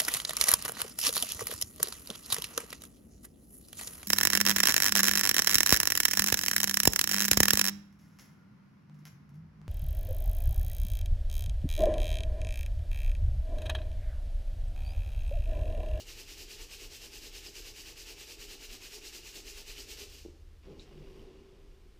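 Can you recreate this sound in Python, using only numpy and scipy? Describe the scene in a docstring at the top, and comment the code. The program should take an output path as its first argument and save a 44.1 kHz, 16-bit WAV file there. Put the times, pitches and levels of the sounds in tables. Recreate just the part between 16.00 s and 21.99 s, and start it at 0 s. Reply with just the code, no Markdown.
"""A small room, one microphone close to a plastic pan of water that sits in a plastic tub.
Wet gravel is shaken to and fro in a wire strainer in the pan: each stroke slides the grit over the mesh
with a swish and jostles the pan, and now and then larger stones click. The shaking stops, the pan bumps,
a stone clicks, and the plastic sticks and slips with a dull scrape as it is pushed aside.
A deep rumble, a low hum and the air of the room lie underneath."""
import sys
import numpy as np
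from scipy import signal
from scipy.fft import rfft, irfft
from scipy.io import wavfile

SR = 44100
rng = np.random.default_rng(int(sys.argv[2]) if len(sys.argv) > 2 else 0)


def pcm_store(signal):
    """Save signal as 16-bit PCM."""
    levels = np.round(np.clip(np.atleast_2d(signal), -1, 1) * 32767)
    wavfile.write(sys.argv[1], SR, levels.astype(np.int16).T)


N = 264159
TIME = np.arange(N) / SR


def gravel(outward, backward):
    """The load is thrown against one side of the strainer, then against the other."""
    out = swish(outward, coarse_db=1.0, fine_db=1.65, pebble_db=-11.5)
    back = swish(backward, coarse_db=0.94, fine_db=1.5, pebble_db=-13.0)
    return out + back


# grit on the wire mesh, heard close: frequency_hz, gain_db
MESH_SPECTRUM = [(530, -39.5), (900, -14.5), (943, -18.5), (1090, -15.5), (1210, -17), (1800, -9),
                 (1960, -9.5), (2820, 0), (3400, -6.5), (4960, -2.5), (7760, -9), (8730, -13.5),
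                 (11400, -15.5), (13200, -13), (15000, -16)]

def swish(strokes, coarse_db, fine_db, pebble_db):
    """Coarse sand starts to roll first; the finer, brighter grit and the pebbles follow over the mesh."""
    split_hz = 3300
    coarse = butter(grains(per_s=5000, spread_db=2.5), 4, split_hz, "low")
    fine = butter(grains(per_s=12000, spread_db=1), 4, split_hz, "high")
    # the wet load moves in clumps
    coarse *= from_db(1.1 * drift(per_s=50))
    fine *= from_db(.6 * drift(per_s=60))
    early = from_db(coarse_db) * coarse * slide(strokes, lag_s=-0.01)
    bright = from_db(fine_db) * fine + from_db(pebble_db) * pebbles(per_s=450)
    late = bright * slide(strokes, lag_s=0.0013)
    return room(colour(early + late, MESH_SPECTRUM), wet_db=-10.5)


def pebbles(per_s, sizes=10):
    """Random knocks of small pebbles, each size with its own pitch; rms 1."""
    out = np.zeros(N)
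    for hz in np.geomspace(1800, 8000, sizes):
        contacts = grains(per_s / sizes, spread_db=1.5)
        out += signal.oaconvolve(contacts, hz * clack(hz, cycles=2.2))[:N]
    return rms_one(out)


# the last swing over the pan runs out gently: peak_s, level_db, half_length_s
LAST_STROKE = [(4.158, -56, 0.057)]

def shaking():
    """The arm swings the strainer out and back: a list of strokes for each direction."""
    outward = arm_strokes(first_cycle=0, lag_s=0, half_s=0.029) + LAST_STROKE
    backward = arm_strokes(first_cycle=-1, lag_s=0.095, half_s=0.0302)
    return outward, backward


def arm_strokes(first_cycle, lag_s, half_s):
    """One stroke a cycle, slowing a little and growing a little harder: peak_s, level_db, half_length_s."""
    first_out_s, cycle_s, slowing_s_per_cycle = 0.1052, 0.21009, 0.00018
    base_db, rise_db_per_s, scatter_db = -50, 0.39, 0.5
    cycle = np.arange(first_cycle, 19)
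    peak_s = first_out_s + lag_s + cycle * (cycle_s + slowing_s_per_cycle * (cycle + 1) / 2)
    level_db = base_db + rise_db_per_s * peak_s + scatter_db * rng.standard_normal(len(cycle))
    return [(s, db, half_s) for s, db in zip(peak_s, level_db)]


# resonances of the pan and the tub around it: pitch_hz, width_hz, gain_db
PAN_RESONANCES = [(145, 10, -20), (255, 42, -7), (336.5, 39, -1.5), (417, 30, 2.5), (484, 57, -6),
                  (617, 180, -14), (857, 40, -10.5), (1090, 43, -17), (1324, 33, -17.5)]

def jostled_pan(outward, backward):
    """The strainer rubs the pan, harder and later on the way back; sloshing water bends its ring."""
    pitch_bend, slosh_per_s = 0.01507, 7
    out = from_db(-10.0) * slide(outward, lag_s=-0.009)
    back = from_db(-7.5) * slide(backward, lag_s=0.0017)
    ring = resonate(grains(per_s=1000, spread_db=1.66) * (out + back), PAN_RESONANCES)
    bent_time = TIME + pitch_bend / slosh_per_s * drift(slosh_per_s)
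    return room(np.interp(bent_time, TIME, ring), wet_db=-6.5)


# larger stones knock on each other and on the wire: start_s, level_db, pitch_hz
STONE_KNOCKS = [(1.4645, -39, 5140), (1.469, -38.5, 4950), (1.475, -44, 4600), (2.9365, -53, 2750),
                (2.9445, -42, 5150), (2.9506, -45, 4550), (3.781, -43, 2960), (3.804, -45, 4800),
                (4.7958, -42.5, 3880), (5.194, -55, 3000)]
# a little grit trickles after the last loud stone: peak_s, level_db, half_length_s
GRIT_TRICKLE = [(4.819, -59.5, 0.025)]

def stones():
    """Single hard knocks; each shakes the wet grit around it, which settles with a dull rustle."""
    knocks = np.zeros(N)
    for start_s, level_db, hz in STONE_KNOCKS:
        knock = from_db(level_db) * clack(hz, cycles=2.6)
        start = round(start_s * SR)
        knocks[start:start + len(knock)] += knock
    shaken = from_db(-18) * np.abs(knocks) * rng.standard_normal(N)
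    trickle = grains(per_s=4400, spread_db=1) * slide(GRIT_TRICKLE)
    rustle = butter(colour(shaken + trickle, MESH_SPECTRUM), 2, 7000, "low")
    # the walls of the tub throw each knock back within a few hundredths of a second
    t = TIME[:SR // 10]
    walls = rng.standard_normal(len(t)) * decay(t, t60_s=.1) * (t > .003)
    return knocks + from_db(-2.0) * convolve(knocks, walls) + rustle


def clack(hz, cycles):
    """A wet stone rings for a few cycles, with a cushioned start; height 1."""
    t = TIME[:SR // 40]
    age = t * hz / cycles
    return age * np.exp(1 - age) * np.sin(2 * np.pi * hz * t)


# a short shove frees the plastic, a longer push slides it until it runs out:
# start_s, attack_s, hold_s, fade_db_per_s, shudder_db, rasp_drive_db
PLASTIC_PUSHES = [(4.619, 0.069, 0.041, 81, -51, -66.5), (4.839, 0.12, 0.237, 21, -56.5, -65.5)]
# resonances of the plastic while it is pressed and dragged: pitch_hz, width_hz, gain_db
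PLASTIC_RESONANCES = [(143.4, 30, -6), (233.3, 46, -5), (325, 29, -3), (384, 42, -0.5), (474, 127, -8),
                      (640, 350, -22.5), (817, 26, -18.5), (1055, 44, -23)]
# grit rasping under the tub: frequency_hz, gain_db
RASP_SPECTRUM = [(350, -45), (600, -5), (1030, -7), (1580, -14), (2980, -10.5), (4290, -18), (4810, -9.5),
                 (8450, -31.5), (12000, -54), (15600, -46), (22000, -120)]
# the same grit rings as it is scraped: pitch_hz, width_hz, gain_db
GRIT_RESONANCES = [(2860, 93, -2), (4850, 190, -3)]
# the floor of the tub booms once: peak_s, level_db, half_length_s
FLOOR_BOOM = [(5.005, -53.5, 0.034)]

def dragged_plastic():
    """Plastic sticks and slips on plastic, with grit rasping in between."""
    bite_s = 0.019   # grit bites at once, before the shudder has built up
    shudder_gain = rasp_gain = 0
    for start_s, attack_s, hold_s, fade, shudder_db, rasp_db in PLASTIC_PUSHES:
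        push = effort(start_s, attack_s, hold_s, fade)
        bite = effort(start_s, bite_s, attack_s + hold_s - bite_s, fade)
        shudder_gain = np.hypot(shudder_gain, from_db(shudder_db) * push)
        rasp_gain = np.hypot(rasp_gain, from_db(rasp_db) * bite)
    shudder = resonate(grains(per_s=1200, spread_db=1.2) * shudder_gain, PLASTIC_RESONANCES)
    grit = grains(per_s=3000, spread_db=2.5) * rasp_gain
    rasp = from_db(-1.0) * colour(grit, RASP_SPECTRUM) + from_db(-11) * resonate(grit, GRIT_RESONANCES)
    long_push = effort(*PLASTIC_PUSHES[-1][:4])
    groan = wall_groan(long_push)
    boom = slide(FLOOR_BOOM) * wavering_tone(hz=148.8, waver_hz=3.2)
    return room(shudder + rasp + groan + boom, wet_db=-10.0)


def wall_groan(push, pitch_hz=383, sag_hz=20):
    """The slips lock to a wall resonance and the plastic groans, lower as the push weakens."""
    gain = from_db(-56 + 2.4 * drift(per_s=76)) * push ** 1.25
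    return gain * wavering_tone(pitch_hz - sag_hz * (1 - push), waver_hz=12.05)


def effort(start_s, attack_s, hold_s, fade_db_per_s):
    """A push builds up, holds and dies away; height 1."""
    age = TIME - start_s
    rise = np.sin(np.pi / 2 * np.clip(age / attack_s, 0, 1)) ** 2
    return rise * from_db(-fade_db_per_s * np.maximum(age - attack_s - hold_s, 0))


# the pan bumps the tub: start_s, strength_db
PAN_BUMPS = [(4.2505, -43), (4.2595, -42.5), (4.284, -48.5)]
# modes of the bumped plastic: pitch_hz, gain_db, t60_s
THUD_MODES = [(170, -23, 0.061), (287, -18, 0.038), (353, 2.5, 0.053), (416, -11, 0.081), (553, -21, 0.053),
              (790, -20, 0.052), (2200, -9, .012)]

def bumps():
    """Plastic meets plastic softly: each thud is a few decaying modes, its sharpest edge mostly filtered away."""
    thuds = np.zeros(N)
    for start_s, strength_db in PAN_BUMPS:
        age = TIME - start_s
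        live = (age > 0) & (age < .5)
        t = age[live]
        for hz, mode_db, t60_s in THUD_MODES:
            gain = from_db(strength_db + mode_db + rng.normal())
            thuds[live] += gain * decay(t, t60_s) * np.sin(2 * np.pi * hz * t)
    cushioned = butter(thuds, 2, [180, 900], "band")
    return room(cushioned + from_db(-21) * thuds, wet_db=-6.0)


# reverberation of the small room: frequency_hz, t60_s
ROOM_DECAY = [(100, 0.23), (400, 0.52), (2500, 0.66), (6000, 0.72), (14000, 0.3)]

def room(x, wet_db):
    """The direct sound reaches the microphone first, then a diffuse tail that dies octave by octave."""
    t = TIME[:SR * 3 // 4]
    edges_hz = np.geomspace(70, 18000, 9)
    tail = 0
    for low, high in zip(edges_hz, edges_hz[1:]):
        band = butter(rng.standard_normal(len(t)), 2, [low, high], "band")
        tail += band * decay(t, at_hz(ROOM_DECAY, np.sqrt(low * high)))
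    tail *= t > .004   # the nearest wall answers first
    return x + from_db(wet_db) * convolve(x, tail)


# deep rumble in the room: frequency_hz, gain_db
RUMBLE_SPECTRUM = [(12, -28), (22, 2), (33, 2.5), (48, -5), (75, -15), (105, -21), (140, -21.5),
                   (220, -53.5)]
# its rise and fall: time_s, relative_level_db
RUMBLE_CONTOUR = [(0.0, -55), (0.12, -53.5), (3.44, -57.5), (3.5, -53.5), (4.77, -56.5), (5.22, -50.5),
                  (5.29, -59.5), (5.99, -56)]
# a low hum swells as the shaking ends: time_s, level_db
HUM_CONTOUR = [(0, -69.5), (3.7, -73.5), (4.25, -56), (4.6, -58.5), (4.85, -64), (5.99, -66.5)]
# room air and hiss at the microphone: frequency_hz, gain_db
AIR_SPECTRUM = [(100, 7), (200, -4), (380, 0), (650, -13.5), (1500, -15.5), (2800, -16), (5000, -19),
                (7000, -25), (9500, -29.5), (15000, -38)]

def room_tone():
    """Deep rumble, a wavering hum and the air of the room."""
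    rumble_gain = from_db(np.interp(TIME, *np.transpose(RUMBLE_CONTOUR)) + 1.23)
    rumble = rumble_gain * rms_one(colour(rng.standard_normal(N), RUMBLE_SPECTRUM))
    hum_gain = from_db(np.interp(TIME, *np.transpose(HUM_CONTOUR)))
    hum = hum_gain * wavering_tone(hz=74.4, waver_hz=3.92)
    air = butter(colour(rng.standard_normal(N), AIR_SPECTRUM), 2, 90, "high")
    return rumble + hum + from_db(-66) * rms_one(air)


def slide(strokes, lag_s=0):
    """Each movement speeds up and stops again: a bell of amplitude."""
    t = TIME[::32]
    power = sum(from_db(db) ** 2 * np.exp(-((t - s - lag_s) / half_s) ** 2) for s, db, half_s in strokes)
    return np.interp(TIME, t, np.sqrt(power))


def grains(per_s, spread_db):
    """Random contacts of uneven size; rms 1."""
    at = np.flatnonzero(rng.random(N) < per_s / SR)
    size_db = spread_db * np.minimum(rng.exponential(1, len(at)), 4)
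    out = np.zeros(N)
    out[at] = from_db(size_db) * rng.choice([-1, 1], len(at))
    return rms_one(out)


def wavering_tone(hz, waver_hz):
    """A sine whose pitch wavers at random; rms 1."""
    return np.sqrt(2) * np.sin(2 * np.pi * np.cumsum(hz + waver_hz * drift(per_s=45)) / SR)


def drift(per_s):
    """A smooth random wander with spread 1."""
    knots = rng.standard_normal(N // 40)
    return np.interp(TIME * per_s, np.arange(len(knots)), knots) * np.sqrt(3 / 2)


def resonate(x, resonances):
    """Parallel resonances of a body, alternating in sign."""
    t = TIME[:SR // 4]
    response = 0
    for k, (hz, width_hz, db) in enumerate(resonances):
        envelope = from_db(db) * width_hz * np.exp(-np.pi * width_hz * t)
        response += (-1) ** k * envelope * np.sin(2 * np.pi * hz * t)
    return convolve(x, response)


def colour(x, spectrum, size=16384):
    """Causal (minimum-phase) filter with the given spectral shape."""
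    gain = from_db(at_hz(spectrum, np.fft.rfftfreq(size, 1 / SR)))
    cepstrum = irfft(np.log(gain))
    cepstrum[1:size // 2] *= 2
    cepstrum[size // 2 + 1:] = 0
    return convolve(x, irfft(np.exp(rfft(cepstrum))))


def convolve(x, response):
    """Apply an impulse response, keeping the power of white noise."""
    return signal.oaconvolve(x, response / np.linalg.norm(response))[:N]


def butter(x, order, hz, kind):
    """Low-, high- or band-pass filter."""
    return signal.sosfilt(signal.butter(order, hz, kind, fs=SR, output="sos"), x)


def decay(t, t60_s):
    """Fall by 60 dB every t60_s."""
    return np.exp(-np.log(1000) * t / t60_s)


def at_hz(points, hz):
    """Read a table on a log-frequency axis."""
    table_hz, value = np.transpose(points)
    return np.interp(np.log(np.maximum(hz, 1)), np.log(table_hz), value)


def from_db(db):
    """Decibels to gain."""
    return 10 ** (np.asarray(db) / 20)


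def rms_one(x):
    """Scale to unit rms."""
    return x / np.sqrt(np.mean(x ** 2) + 1e-30)


def scene():
    """Everything reaches one microphone, alike in both channels."""
    outward, backward = shaking()
    sieving = gravel(outward, backward) + stones() + jostled_pan(outward, backward)
    mono = sieving + dragged_plastic() + bumps() + room_tone()
    return np.array([mono, mono])


def record(dry):
    """The highest treble is cut steeply."""
    cutoff_hz = 15350
    return signal.sosfilt(signal.ellip(12, .1, 80, cutoff_hz, fs=SR, output="sos"), dry)


dry = scene()
out = record(dry)
pcm_store(out)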